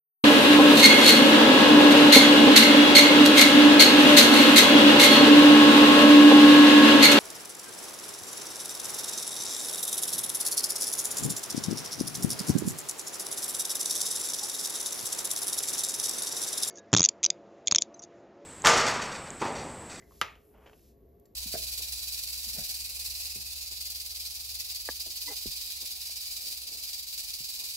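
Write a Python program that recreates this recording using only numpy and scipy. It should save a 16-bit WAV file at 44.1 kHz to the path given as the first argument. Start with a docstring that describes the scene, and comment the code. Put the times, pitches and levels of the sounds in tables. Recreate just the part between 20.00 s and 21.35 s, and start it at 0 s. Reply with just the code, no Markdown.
"""A potter's wheel hums in a small studio. A wet hand slips off the clay and a sleeve rustles as the
arm reaches for a tool. The tool taps lightly, then slaps once on the bench at 0.21 s: the bench rings,
shelves scatter the crack, the room answers briefly. The tool drags off the bench, catches a few times
and taps once more. From 1.2 s, wet fingers on the turning clay make tiny ticks."""
import sys
import numpy as np
from scipy import signal
from scipy.fft import rfft, irfft
from scipy.io import wavfile
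from scipy.ndimage import uniform_filter1d

SR = 44100
rng = np.random.default_rng(int(sys.argv[2]) if len(sys.argv) > 2 else 0)


def store_wav(level_fs):
    """Save 16-bit WAV to argv[1]."""
    pcm = np.round(np.clip(np.atleast_2d(level_fs), -1, 1) * 32767)
    wavfile.write(sys.argv[1], SR, pcm.T.astype(np.int16))


N = 59535

# Motor tones. Each row: full-speed frequency in Hz, width in Hz, relative level in dB.
MOTOR_TONES = [(240.5, 14, -76), (424, 44, -66.5), (554.6, 42, -79.5), (697, 24, -80.5), (1154, 25, -91)]
# Motor speed. Each row: time in seconds, share of full speed.
MOTOR_SPEED = [(0, 0.95), (0.399, 0.99), (0.699, 1), (0.899, .97), (1.07, .95), (1.15, 1.0), (1.35, 0.96)]

# Envelopes. Each row: time in seconds, gain in dB.
MOTOR_ENV_DB = [(0, 2.5), (0.15, 1), (0.45, -1), (0.7, -0.5), (0.82, -4.5), (0.9, -4), (1.08, 2),
                (1.23, 2.5), (1.35, 0)]
DRONE_ENV_DB = [(0, -69), (0.1, -63), (0.3, -63.5), (0.42, -65), (0.5, -78), (0.57, -59.5), (0.72, -66.5),
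                (0.76, -68.5), (0.82, -67), (1.08, -59), (1.16, -69.5), (1.35, -75.5)]
HAND_ENV_DB = [(0, -61), (0.035, -61), (0.06, -67), (0.1, -74.5), (0.15, -67.5), (0.2, -84)]
SLEEVE_ENV_DB = [(0, -74.5), (0.06, -74), (0.13, -64.5), (0.2, -63), (0.27, -72.5), (0.33, -75.5),
                 (0.39, -76.5), (0.45, -78), (0.51, -81), (0.59, -79.5), (0.68, -72.5), (0.78, -69.5),
                 (0.86, -68), (0.91, -71), (0.97, -91), (1.35, -90.5)]
BRUSH_ENV_DB = [(0, -99), (0.24, -63), (0.33, -87), (0.39, -91), (0.45, -70.5), (0.51, -72), (0.59, -88),
                (0.78, -76.5), (0.9, -85), (1.0, -95.5)]
DRAG_ENV_DB = [(0.5, -81.5), (0.55, -63), (0.6, -64.5), (0.65, -61.5), (0.69, -83), (0.72, -67),
               (0.78, -100)]

# Spectra. Each row: frequency in Hz, relative level in dB.
BACKGROUND_EQ_DB = [(20, -18.5), (42, 5), (75, 6.5), (130, -0.5), (300, -1), (480, -5.5), (700, -12),
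                    (1000, -24), (1600, -32), (4000, -35.5), (8000, -44), (11500, -29), (12500, -33),
                    (13500, -47), (16000, -57.5)]
HAND_EQ_DB = [(60, -1), (280, 1.5), (500, -0.5), (800, -8), (1300, -18), (1700, -8.5), (2100, -7.5),
              (2600, -34.5), (7000, -20), (14000, -38)]
SLEEVE_EQ_DB = [(200, -16.5), (1000, -19), (2500, -4), (4200, -0.5), (5500, 1.5), (8000, 0.5), (11500, 5),
                (12800, 5), (14000, -16), (16000, -27.5)]
BRUSH_EQ_DB = [(1000, -41), (5000, -25), (8500, -3), (11500, 6), (12800, 1.5), (14000, -14.5), (16000, -30)]
CRACK_EQ_DB = [(100, -47.5), (550, -38.5), (800, -13), (1250, -11.5), (2100, -7.5), (3000, 5.5),
               (4200, -9.5), (7000, -13), (9000, -15), (12000, -9), (14000, -21), (16000, -40)]
SHELF_EQ_DB = [(100, -52), (600, -18.5), (1250, 0), (2100, -1), (3000, -4), (4200, -14), (7000, -16),
               (9000, -18), (12000, -19.5), (14000, -37), (16000, -44.5)]
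SPILL_EQ_DB = [(100, -16.5), (300, -15), (700, -5), (1000, -1.5), (1250, 9), (1500, 0), (2300, 2),
               (3200, -2), (4300, -11), (7000, -16), (9000, -32), (12000, -13.5), (14000, -36),
               (16000, -48.5)]  # slap radiated into the room
DRAG_EQ_DB = [(100, -5), (500, 3.5), (1200, -1.5), (1800, -9.5), (3200, -12), (4000, -34), (12000, -36)]
CATCH_EQ_DB = [(100, -8), (450, 13), (1000, 7), (2000, 2.5), (3100, 5), (4000, -11.5), (7000, -12),
               (14000, -51)]
ROOM_EQ_DB = [(80, -2.5), (250, 4), (600, 3), (1300, -5), (2200, -1.5), (3200, -3.5), (6000, 3),
              (12000, -15.5)]
SIDE_EQ_DB = [(60, -16.5), (300, -11.5), (550, -6), (800, -2.5), (1250, -3.5), (2000, -15.5), (3500, -17.5),
              (6000, -14.5), (14000, -15)]  # side share of diffuse sound
MIC_BALANCE_DB = [(60, 1), (400, 1), (700, -2.5), (1250, 1.5), (2300, 0), (15000, 0)]  # left over right
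MIC_ROLLOFF_DB = [(12500, -0.5), (14000, -5.5), (16000, -7.5)]

# Tool taps, wet ticks. Each row: start in seconds, level in dB, ring or bubble pitch in Hz, T60 in seconds.
TOOL_TAPS = [(0.0235, -56, 2020, 0.079), (0.110, -50.5, 1080, 0.014), (0.120, -53.5, 1100, 0.034),
             (0.794, -63, 2650, 0.012)]
WET_TICKS = [(1.1985, -58, 12000, 0.012), (1.2552, -71.5, 4491, 0.03), (1.2553, -64, 7390, 0.036),
             (1.256, -78.5, 1880, 0.07), (1.2585, -61.5, 11950, 0.03)]
# Contacts within the slap. Each row: delay in seconds, relative level in dB, low-pass corner in Hz.
SLAP_CONTACTS = [(0.0, -7.5, 14000), (0.0003, -1, 12050), (0.001, -6, 6275), (0.0031, -5, 2200),
                 (0.0043, -15, 2657)]
# Tool and bench ring, low bench thump. Each row: frequency in Hz, relative level in dB, T60 in seconds.
RING_MODES = [(733, -25, .04), (859, -16.5, .05), (996, -14, 0.087), (1185, -8, 0.075), (1342, -2.5, 0.053),
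              (1634, -8, 0.06), (1915, -10.5, 0.069), (2446, -6.5, .035), (2865, -9, .03), (3224, -1, .02),
              (3204, -2, .028), (3733, -7, .035), (4800, -6.5, 0.016)]
THUMP_MODES = [(95, -49.5, .22), (181, -45.5, 0.092), (278, -43.5, 0.045), (400, -28, 0.02),
               (494.7, -30.5, 0.033)]
# Catches of the dragged tool. Each row: start in seconds, level in dB, T60 in seconds.
DRAG_CATCHES = [(0.354, -53.5, 0.048), (0.660, -51.5, 0.036), (0.6633, -51, 0.079), (0.674, -54, 0.091),
                (0.6963, -52.5, 0.027), (0.7315, -51.5, 0.037)]
# Studio decay. Each row: frequency in Hz, T60 in seconds.
ROOM_T60_S = [(100, 0.38), (500, 0.28), (1400, 0.3144), (3000, 0.3271), (6000, 0.21), (12000, 0.5)]
# Microphone phase. Each row: frequency in Hz, lead of the left in radians.
MIC_PHASE_RAD = [(20, 0), (1000, -.2), (1700, -.3), (3000, .4), (5200, .4), (5750, -1.4), (6800, -.8),
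                 (8900, -3.14), (11000, -4.6), (13500, -6.2)]


def amp(db):
    """Decibels to gain."""
    return 10 ** (np.asarray(db) / 20)


def unit_rms(x):
    """Scale to rms 1."""
    return x / np.sqrt(np.mean(x ** 2) + 1e-20)


def at_hz(points, hz):
    """Interpolate on a log-frequency axis."""
    knots_hz, values = np.transpose(points)
    return np.interp(np.log(hz + 1), np.log(knots_hz + 1), values)


def curve(points):
    """Interpolate in time, one value per sample."""
    return np.interp(np.arange(N) / SR, *np.transpose(points))


def decay(t, t60_s):
    """Fall of 60 dB per t60_s."""
    return np.exp(-np.log(1000) * t / t60_s)


def add(mix, start_s, sound):
    """Mix in place."""
    part = mix[max(round(start_s * SR), 0):][:len(sound)]
    part += sound[:len(part)]


def colour(x, eq_db, size=4096):
    """Minimum-phase filter."""
    log_gain = np.log(amp(at_hz(eq_db, abs(np.fft.fftfreq(size, 1 / SR)))))
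    response = np.exp(np.conj(signal.hilbert(log_gain)))
    impulse = np.fft.ifft(response).real[:size // 2]
    return signal.fftconvolve(x, impulse)[:len(x)]


def noise(count, eq_db):
    """Coloured noise, rms 1."""
    return unit_rms(colour(rng.standard_normal(count), eq_db))


def friction(env_db, eq_db, slips_per_s, spread_db):
    """Random train of tiny, uneven slips."""
    sizes = amp(spread_db * np.minimum(rng.exponential(1, N), 4))
    slips = sizes * rng.choice([-1, 1], N) * (rng.random(N) < slips_per_s / SR)
    return amp(curve(env_db)) * unit_rms(colour(slips, eq_db))


def fuzzy_tone(hz, width_hz):
    """Tone wavering in strength and phase, rms 1."""
    offset_hz = np.fft.fftfreq(N, 1 / SR)
    white = rng.standard_normal(N) + 1j * rng.standard_normal(N)
    waver = np.fft.ifft(np.fft.fft(white) / (1 + (2 * offset_hz / width_hz) ** 2))
    carrier = np.exp(2j * np.pi * np.cumsum(hz * np.ones(N)) / SR)
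    return unit_rms((waver * carrier).real)


def wheel_motor():
    """Motor tones follow the speed, over steady noise and a thin high hiss."""
    speed = curve(MOTOR_SPEED)
    tones = sum(amp(db) * fuzzy_tone(hz * speed, width_hz) for hz, width_hz, db in MOTOR_TONES)
    background = amp(-63.5) * noise(N, BACKGROUND_EQ_DB)
    hiss = amp(-80) * fuzzy_tone(hz=12000, width_hz=400)
    return amp(curve(MOTOR_ENV_DB)) * tones + background + hiss


def wheel_drone(centre_hz=59.5, wander_hz=8.3, smooth_s=0.035):
    """The wheel's low hum wanders in pitch and fades near the end."""
    wander = unit_rms(uniform_filter1d(rng.standard_normal(N), round(smooth_s * SR)))
    phase_rad = 2 * np.pi * np.cumsum(centre_hz + wander_hz * wander) / SR
    return amp(curve(DRONE_ENV_DB)) * unit_rms(np.sin(phase_rad))


def wet_hand():
    """The hand slips off the turning clay."""
    return friction(HAND_ENV_DB, HAND_EQ_DB, slips_per_s=4500, spread_db=2)


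def sleeve():
    """Dense fibre slips swell as the arm goes out and back, with a brighter brush between."""
    return sum(friction(env_db, eq_db, slips_per_s=42000, spread_db=4.5)
               for env_db, eq_db in [(SLEEVE_ENV_DB, SLEEVE_EQ_DB), (BRUSH_ENV_DB, BRUSH_EQ_DB)])


def studio(x, delay_s=0.0021, rise_s=0.006):
    """Short diffuse tail; each band dies at its own rate."""
    hz, t, bands = signal.stft(rng.standard_normal(SR // 2), SR, nperseg=256)
    tail = signal.istft(bands * decay(t, at_hz(ROOM_T60_S, hz)[:, None]), SR, nperseg=256)[1]
    tail *= np.clip((np.arange(len(tail)) / SR - delay_s) / rise_s, 0, 1)
    impulse = colour(tail / np.linalg.norm(tail), ROOM_EQ_DB)
    return amp(-7) * signal.fftconvolve(x, impulse)[:len(x)]


def stereo(mid, side):
    """Diffuse sound at the two microphones."""
    side = colour(side, SIDE_EQ_DB)
    return np.array([mid + side, mid - side])


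def pings(rows, fizz_gain):
    """Tool taps or wet ticks: each contact rings briefly, with noise around its pitch."""
    t, out = np.arange(SR // 8) / SR, np.zeros(N)
    for start_s, db, hz, t60_s in rows:
        fizz = noise(len(t), [(hz / 8, -24), (hz / 2, -7), (hz, 0), (hz * 2, -12), (hz * 4, -26)])
        add(out, start_s, amp(db) * decay(t, t60_s) * (np.sin(2 * np.pi * hz * t) + fizz_gain * fizz))
    return out


def bench_ring(modes, t):
    """Damped modes of alternating sign."""
    return sum((-1) ** k * amp(db) * decay(t, t60_s) * np.sin(2 * np.pi * hz * t)
               for k, (hz, db, t60_s) in enumerate(modes))


def tool_slap(start_s=0.21414, thump_rise_s=0.0051):
    """Quick contacts crack; the bench rings and thumps, shelves scatter, the room answers."""
    t = np.arange(SR // 2) / SR
    click, crack, out = 1. * (t == 0), np.zeros(len(t)), np.zeros((2, N))
    contact = amp(6.5) * colour(click, CRACK_EQ_DB)
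    for delay_s, db, corner_hz in SLAP_CONTACTS:
        pole = np.exp(-2 * np.pi * corner_hz / SR)
        add(crack, delay_s, amp(db) * signal.lfilter([1 - pole], [1, -pole], contact))
    ring = amp(-22) * bench_ring(RING_MODES, t)
    thump = np.minimum(t / thump_rise_s, 1) * bench_ring(THUMP_MODES, t)
    scatter = rng.choice([-1, 1], (2, len(t))) * decay(t, t60_s=0.044)
    spill = amp(12) * colour(click, SPILL_EQ_DB)
    mid, side = [amp(9.5) * colour(x / np.linalg.norm(x), SHELF_EQ_DB) + studio(spill) for x in scatter]
    for channel, sound in zip(out, crack + ring + thump + stereo(mid, side)):
        add(channel, start_s, sound)
    return out


def tool_drag():
    """The tool slides over the gritty bench and catches a few times."""
    t = np.arange(SR // 8) / SR
    out = friction(DRAG_ENV_DB, DRAG_EQ_DB, slips_per_s=1500, spread_db=1)
    for start_s, db, t60_s in DRAG_CATCHES:
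        add(out, start_s, amp(db) * decay(t, t60_s) * noise(len(t), CATCH_EQ_DB))
    return out


def scene():
    """Handling sounds in the studio, over the wheel."""
    taps = pings(TOOL_TAPS, fizz_gain=0.21)
    ticks = pings(WET_TICKS, fizz_gain=0.75)
    handling = taps + ticks + tool_drag() + sleeve() + wet_hand()
    foreground = tool_slap() + handling + wheel_drone()
    mid, side = [studio(handling) + wheel_motor() for _ in range(2)]
    return foreground + stereo(mid, side)


def record(dry, cutoff_hz=16500):
    """Microphone pair, unequal in phase and level; treble roll-off and band limit."""
    hz = np.fft.rfftfreq(2 * N, 1 / SR)
    left = amp(at_hz(MIC_BALANCE_DB, hz) / 2)
    right = np.exp(-1j * at_hz(MIC_PHASE_RAD, hz)) / left
    response = np.array([left, right]) * amp(at_hz(MIC_ROLLOFF_DB, hz))
    heard = irfft(rfft(dry, 2 * N) * response)[:, :N]
    lowpass = signal.firwin(511, cutoff_hz, window=("kaiser", 9), fs=SR)
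    return signal.oaconvolve(heard, lowpass[None], "same")


dry = scene()
out = record(dry)
store_wav(out)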